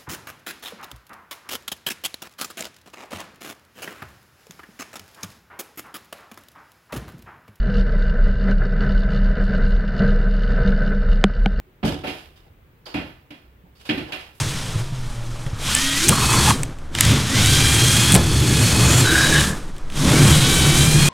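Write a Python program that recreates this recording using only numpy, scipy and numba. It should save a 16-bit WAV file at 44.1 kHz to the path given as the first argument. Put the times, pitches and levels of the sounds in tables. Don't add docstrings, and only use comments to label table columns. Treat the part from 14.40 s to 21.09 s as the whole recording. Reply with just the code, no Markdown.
import sys
import numpy as np
from scipy import signal
from scipy.io import wavfile
from scipy.ndimage import uniform_filter1d
from numba import njit

SR = 44100
rng = np.random.default_rng(int(sys.argv[2]) if len(sys.argv) > 2 else 0)


def to_wav(sig):
    pcm = np.clip(np.atleast_2d(sig), -1, 1) * 32767
    pcm = np.round(pcm).astype(np.int16)
    wavfile.write(sys.argv[1], SR, pcm.T)


N = 294924

# (time [s], shaft speed [Hz], hiss level [dB], shaking level [dB])
MOTOR_RUNS = [
    [(0, 183, -26, -25), (0.15, 147, -31, -35.5), (0.4, 102, -37.5, -36.5), (0.5, 95, -51, -52)],
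    [(1.12, 100, -60, -69), (1.2, 112, -37, -43), (1.28, 158, -23.5, -32), (1.35, 253, -22.5, -35),
     (1.45, 272, -22, -41), (1.56, 277, -22.5, -33.5), (1.6, 295, -21.5, -39), (1.64, 331.5, -18, -34),
     (1.68, 351, -21.5, -23.5), (1.71, 354.6, -22.5, -14.5), (1.77, 359.7, -25.5, -26.5),
     (1.85, 370, -23.5, -24.5), (2.1, 368, -20.5, -18), (2.17, 330, -36.5, -26), (2.33, 230, -55, -40)],
    [(2.51, 190, -62, -46), (2.55, 206, -34, -31.5), (2.61, 248.6, -23, -25), (2.7, 320, -19, -14.5),
     (2.78, 290, -24, -17.5), (2.86, 244, -27, -27), (2.98, 302, -17, -18.5), (3.1, 339, -18.5, -17),
     (3.5, 350, -20, -17.5), (3.7, 367, -19, -16.5), (3.79, 371, -28.5, -15.5), (3.98, 370, -27, -19),
     (4.15, 365, -22.5, -15.5), (4.6, 366, -20.5, -12), (4.68, 323, -21, -16), (5.0, 323, -20.5, -14.5),
     (5.07, 290, -25.5, -21), (5.13, 260, -38, -25.5), (5.3, 190, -53, -42.5)],
    [(5.48, 130, -59, -61), (5.57, 190, -30, -26.5), (5.7, 297, -20.5, -10.5), (5.77, 333, -18.5, -10),
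     (5.85, 352.2, -19.5, -8.5), (5.9, 351, -18.5, -8.5), (5.95, 322.4, -21, -14.5),
     (6.0, 306.8, -21.5, -15), (6.1, 334, -21.5, -15.5), (6.3, 328, -21.5, -14.5), (6.6, 355, -21, -14.5),
     (6.69, 355, -21, -20.5)],
]
# (pulled [s], released [s])
TRIGGER = [(1.15, 2.1), (2.51, 5.02), (5.48, 6.8)]
# (start [s], shaft [dB], commutator [dB],
# pinion [dB], ratchet [dB], extra on every second blow [dB], treble [dB], grinding [dB],
# first low mode [dB], second low mode [dB], third low mode [dB], woodwork [dB])
WORK_STAGES = [(0, -7, -18, -18, -20, 2, -6, -13, -9, 3, -1, -13),
               (1.15, -6.5, -10, -8.5, -10, 7, -3.5, -12.5, -1, -2, -4, -11.5),
               (1.56, -10, -14, -9.5, -15, -1, -2.5, -25, -8, -4, -27, -5),
               (1.7, -19, -8.5, -11.5, -6, -4.5, -1, -16, -4, -1.5, -2.5, -9),
               (2.4, -18, -23, -14.5, -15, 1, -6, -16.5, -7, -1.5, -5, -10),
               (3.03, -20.5, -16, -43, -6, -2.5, -1.5, -18.5, -5, -1, -7, -10.5),
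               (3.76, -22, -10.5, -26, -5, -1.5, -1.5, -20, -4, -2, -4.5, -9.5),
               (4.2, -18, -10.5, -12, -8, -4, -1, -16, -10.5, 0.5, -11, -11.5),
               (4.65, -8, -8.5, -36, -7, 0, -1.5, -15, -5.5, -9, -9, -12),
               (5.4, -9.5, -18, -16, -10, 2, -3, -15.5, -10.5, -8, -1.5, -9.5),
               (5.91, -16, -17, -19, 3, -24, 0, -17, -8, -7, -1, -10),
               (6.44, -17, -12, -13, -6.5, 0, -0.5, -16.5, -9, -8, 3.5, -9.5)]
# (centre [Hz], width [Hz], level [dB])
HOUSING_MODES = [(814, 760, -6.5), (1550, 650, 1.5), (2398, 450, 0.5), (3210, 620, 8), (3840, 440, 4.5),
                 (4600, 1500, -1)]
MID_HISS_BANDS = [(1637, 1880, 3), (2420, 1060, 3), (3324, 1190, 6), (4044, 530, 1.5), (5260, 3800, 2)]
TREBLE_HISS_BANDS = [(6500, 1500, -2), (8210, 6050, 1.5), (10800, 1300, -8), (13200, 2400, -13)]
BIT_AND_CHUCK_MODES = [(4970, 120, 4.5), (6490, 540, -1), (8540, 250, -1)]
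BRICK_BANDS = [(536, 313, 4), (810, 134, -1.5), (1115, 1100, 2)]
WOODWORK_MODES = [(191.8, 70, -0.5), (256.2, 53, -2.5), (320.4, 77, -5), (421, 116, -11)]
# (centre [Hz], width [Hz])
BUILDING_MODES = [(71, 14.7), (114, 31.6), (146, 24)]
# (start [s], end [s],
# first pitch [Hz], last pitch [Hz], level [dB], width [Hz], wander [Hz], fade [s], chatter [dB])
RINGING_TONES = [(1.284, 1.302, 1084, 1195, -25, 120, 15, 0.022, -3),
                 (1.72, 2.11, 1190, 1000, -24, 480, 69, 0.025, 3),
                 (3.08, 3.726, 3240, 3250, -28.5, 161.7, 23.1, .02, -1),
                 (4.45, 4.62, 6980, 7400, -25.5, 601, 77, .03, 0),
                 (4.646, 4.97, 1515, 1687, -19, 194, 19.7, 0.19, 1.9),
                 (5.18, 5.154, 9300, 9250, -44, 400, 30, 0.081, 4)]
# (time [s], level [dB], centre [Hz], knock relative to crack [dB])
GRIT_SNAPS = [(1.064, -35, 6630, 9), (1.35, 4, 8460, -18), (1.6833, 2, 6750, -26), (1.6876, 4, 8300, -7),
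              (1.69, 6, 8560, -26), (1.6932, 8, 8290, -12), (2.106, -10.5, 7190, 5.5),
              (2.233, -7, 8200, -10), (2.386, -34.5, 7300, 1), (2.5509, -11, 7770, 1.5),
              (2.587, -11, 7620, 4), (2.6078, 4, 10900, -11), (2.608, 14, 8000, -12.5),
              (2.651, -2, 7850, -7), (3.06, 0.5, 6600, -13), (3.7212, 3, 8090, -16),
              (3.7268, -2, 9400, -11), (3.735, -2, 8150, -23), (3.7424, 5, 8480, -24),
              (3.7492, 4.5, 8850, -11), (3.753, 1, 8200, -4), (3.7562, -5, 9560, 0), (3.763, -4, 9000, -13),
              (5.3647, -35, 7740, 5), (5.382, -28, 8000, -6), (5.501, -28, 8080, 4),
              (5.5218, -30.5, 7650, 7)]
# (time [s], level [dB], pitch [Hz], 60 dB decay [s], relative rattle [dB])
WALL_THUMPS = [(0.357, -10.5, 109, 0.19, -35), (0.522, -15, 131, 0.46, -30), (1.064, -14.5, 126, 0.07, -21),
               (1.131, -15, 106, 0.13, -39), (1.695, -4.5, 143, 0.19, -17), (2.662, -5.5, 114, 0.15, -26),
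               (3.738, -3.5, 185, 0.23, -17), (3.753, -2, 138, 0.12, -8.5)]
# (time [s], pitch [Hz], level [dB])
LOW_HUM = [(0.4, 119, -32), (0.51, 138.5, -35.5), (0.726, 117.2, -33.5), (1.092, 118, -37.5),
           (1.25, 126.4, -45)]
# (order [1], relative level [dB])
HUM_HARMONICS = [(1, 2), (2, -19.5), (3, -20), (5, -21), (7, -21)]
# (time [s], hiss [dB], murmur [dB])
OUTDOOR_AIR = [(0.3, -43, -44.5), (1.1, -42.5, -41), (2.3, -53.5, -45.5), (6.69, -52, -46)]
# (time [s], level [dB])
WIND_LEVELS = [(0, -28), (1.6, -28), (4.1, -30), (5.0, -28.5), (5.9, -21), (6.69, -23)]

PINION, COMMUTATOR, RATCHET = 6.92, 12, 2.307
COASTING_DB, FULL_SPEED_HZ, WHINE_DB_PER_OCTAVE = -22, 275, 32
GRIND_SLOPE, WOODWORK_SLOPE = 0.72, 0.74
METAL_DB, AIR_TREBLE_DB = -15.5, -6.5


def motor():
    shaft_hz, level_db, _ = curves(np.vstack(MOTOR_RUNS))
    turns = np.cumsum(shaft_hz * (1 + .003 * walk(40))) / SR
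    return (whine(shaft_hz, turns) + ratchet(turns)) * undb(level_db) * running()


def whine(shaft_hz, turns):
    shaft_db, commutator_db, pinion_db = stages()[:3]
    powered = sum(window([[on], [off]]) for on, off in TRIGGER)
    speed_octaves = np.minimum(np.log2(shaft_hz / FULL_SPEED_HZ), 0)
    drive_db = COASTING_DB * (1 - powered) + WHINE_DB_PER_OCTAVE * speed_octaves
    tones = 0
    for order, db in ((1, shaft_db), (COMMUTATOR, commutator_db), (PINION, pinion_db)):
        amplitude = np.sqrt(2) * undb(db + drive_db + 3.5 * walk(45))
        slip_rad = .19 * order ** 0.72 * walk(120)
        tones += amplitude * np.sin(2 * np.pi * order * turns + slip_rad)
    return tones


def ratchet(turns):
    level_db, second_db = stages()[3:5]
    teeth = RATCHET * turns + .025 * walk(300) + 0.02 * walk(80)
    hit = np.flatnonzero(np.diff(np.floor(teeth)) > 0)
    every_second = np.floor(teeth[hit]) % 2
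    strength = undb(2.0 * rng.standard_normal(N)[hit] + second_db[hit] * every_second)
    share = (teeth[hit + 1] % 1) / (teeth[hit + 1] - teeth[hit])
    blows = np.zeros(N)
    blows[hit] += strength * share
    blows[hit + 1] += strength * (1 - share)
    housing = sum((-1) ** k * undb(db + 2.5 * walk(40)) * ring(blows, hz, width)
                  for k, (hz, width, db) in enumerate(HOUSING_MODES))
    return unit(housing) * undb(level_db)


def hiss():
    _, level_db, shake_db = curves(np.vstack(MOTOR_RUNS))
    air_db, murmur_db = curves(OUTDOOR_AIR)
    treble_db, grind_db = stages()[5:7]
    wobble = undb(0.43 * walk(24.91) + 0.88 * walk(150))
    grit = undb(0.31 * walk(990))
    middle = power_sum(level_db, air_db) * bands(MID_HISS_BANDS, 0.71, 20)
    treble = bands(TREBLE_HISS_BANDS, 1.0, 24) + undb(METAL_DB) * bands(BIT_AND_CHUCK_MODES, 3.0, 12)
    treble *= grit * power_sum(level_db + treble_db, air_db + AIR_TREBLE_DB)
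    grinding = power_sum(grind_db + GRIND_SLOPE * shake_db, murmur_db) * bands(BRICK_BANDS, 0.78, 13)
    return wobble * (middle + treble + grinding)


def drone():
    shake_db = curves(np.vstack(MOTOR_RUNS))[2]
    murmur_db = curves(OUTDOOR_AIR)[1]
    *mode_db, wood_db = stages()[7:]
    low = sum(power_sum(shake_db + db, murmur_db) * bands([(hz, width, 0)], 1.52, 8.1)
              for (hz, width), db in zip(BUILDING_MODES, mode_db))
    wood_gain = power_sum(wood_db + WOODWORK_SLOPE * shake_db, murmur_db)
    return low + wood_gain * bands(WOODWORK_MODES, 2.54, 13)


def ringing_tones():
    rasp_hz = 38 + 3 * walk(10)
    rasp = 1 + .4 * np.sin(2 * np.pi * np.cumsum(rasp_hz) / SR)
    out = np.zeros(N)
    for start, end, first_hz, last_hz, db, width, wander, fade, chatter_db in RINGING_TONES:
        glide = [(start, first_hz, db), (end, last_hz, db), (end + fade, last_hz, db - 21.5)]
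        hz, level_db = curves(glide)
        tone = ring(rng.standard_normal(N), hz + wander * walk(22), width)
        tone /= np.sqrt(uniform_filter1d(tone ** 2, int(SR / 25)))
        out += tone * rasp * undb(level_db + chatter_db * walk(40)) * window(glide, fade_s=0.012)
    return out


def snaps():
    out, t = np.zeros(N), np.arange(SR // 4) / SR
    crack_t60_s, knock_t60_s = .007, .017
    attack = np.minimum(t / 0.000098, 1)
    for start, db, hz, knock_db in GRIT_SNAPS:
        noise = rng.standard_normal(len(t))
        crack = unit(ring(noise, hz, .45 * hz))[::-1] + undb(-10) * noise
        crack *= undb(-60 * t / crack_t60_s)
        knock = undb(knock_db - 60 * t / knock_t60_s) * unit(ring(noise, hz=2350, width=2800))[::-1]
        add(out, start, undb(db - 3.5) * (crack + knock) * attack)
    return out


def thumps():
    out, t = np.zeros(N), np.arange(SR // 4) / SR
    attack = np.minimum(t / 0.002, 1)
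    for start, db, hz, t60, rattle_db in WALL_THUMPS:
        mode = undb(-60 * t / t60) * np.sin(2 * np.pi * hz * t)
        rattle = unit(ring(rng.standard_normal(len(t)), hz=455, width=550))
        rattle *= undb(rattle_db - 60 * t / 0.18)
        add(out, start, undb(db) * (mode + rattle) * attack)
    return out


def low_hum():
    hz, level_db = curves(LOW_HUM)
    phase = 2 * np.pi * np.cumsum(hz) / SR
    harmonics = sum(undb(db + 3.7 * walk(20.5)) * np.sin(order * phase) for order, db in HUM_HARMONICS)
    return np.sqrt(2) * undb(level_db) * window(LOW_HUM) * harmonics


def wind():
    rumble = bands([(12.4, 17.6, 16), (35.2, 6.2, -8)], flicker_db=1.5, rate_hz=5.1)
    return undb(curves(WIND_LEVELS)[0]) * rumble


def stages(change_s=0.028):
    starts, *columns = np.transpose(WORK_STAGES)
    current = np.searchsorted(starts, np.arange(N) / SR, side="right") - 1
    return [uniform_filter1d(column[current], int(change_s * SR)) for column in columns]


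def running():
    return np.clip(sum(window(run) for run in MOTOR_RUNS), 0, 1)


def power_sum(tool_db, floor_db):
    return np.hypot(running() * undb(tool_db), undb(floor_db))


def undb(db):
    return 10 ** (np.asarray(db) / 20)


def unit(x):
    return x / np.sqrt(np.mean(x ** 2))


def curves(table):
    times, *columns = np.transpose(table)
    return [np.interp(np.arange(N) / SR, times, column) for column in columns]


def window(table, fade_s=0.019):
    start, end = table[0][0], table[-1][0]
    return np.interp(np.arange(N) / SR, [start - fade_s, start, end, end + fade_s], [0, 1, 1, 0])


@njit
def bandpass(x, hz, width):
    y, band_state, low_state = np.empty(len(x)), 0., 0.
    for i in range(len(x)):
        tuning, damping = np.tan(np.pi * hz[i] / SR), width / hz[i]
        band = (band_state + tuning * (x[i] - low_state)) / (1 + tuning * (tuning + damping))
        band_state = 2 * band - band_state
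        low_state += 2 * tuning * band
        y[i] = damping * band
    return y


def ring(x, hz, width):
    hz = np.clip(hz + np.zeros(len(x)), 10, .45 * SR)
    return bandpass(bandpass(x, hz, float(width)), hz, float(width))


def walk(rate_hz):
    hold = int(SR / rate_hz)
    steps = np.repeat(rng.standard_normal(N // hold + 1), hold)
    return unit(uniform_filter1d(uniform_filter1d(steps, hold), hold)[:N])


def bands(modes, flicker_db, rate_hz):
    out = 0
    for hz, width, db in modes:
        gain = undb(db + flicker_db * walk(rate_hz)) * np.sqrt(width)
        out += gain * unit(ring(rng.standard_normal(N), hz, width))
    return unit(out)


def add(out, start_s, sound):
    i = int(start_s * SR)
    out[i:i + len(sound)] += sound[:len(out) - i]


def scene():
    mono = motor() + hiss() + drone() + wind() + ringing_tones() + snaps() + thumps() + low_hum()
    return np.array([mono, mono])


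def record(dry):
    lowpass = signal.ellip(10, .2, 85, 16000, fs=SR, output="sos")
    return signal.sosfilt(lowpass, np.tanh(0.84 * dry) / 0.97)


dry = scene()
out = record(dry)
to_wav(out)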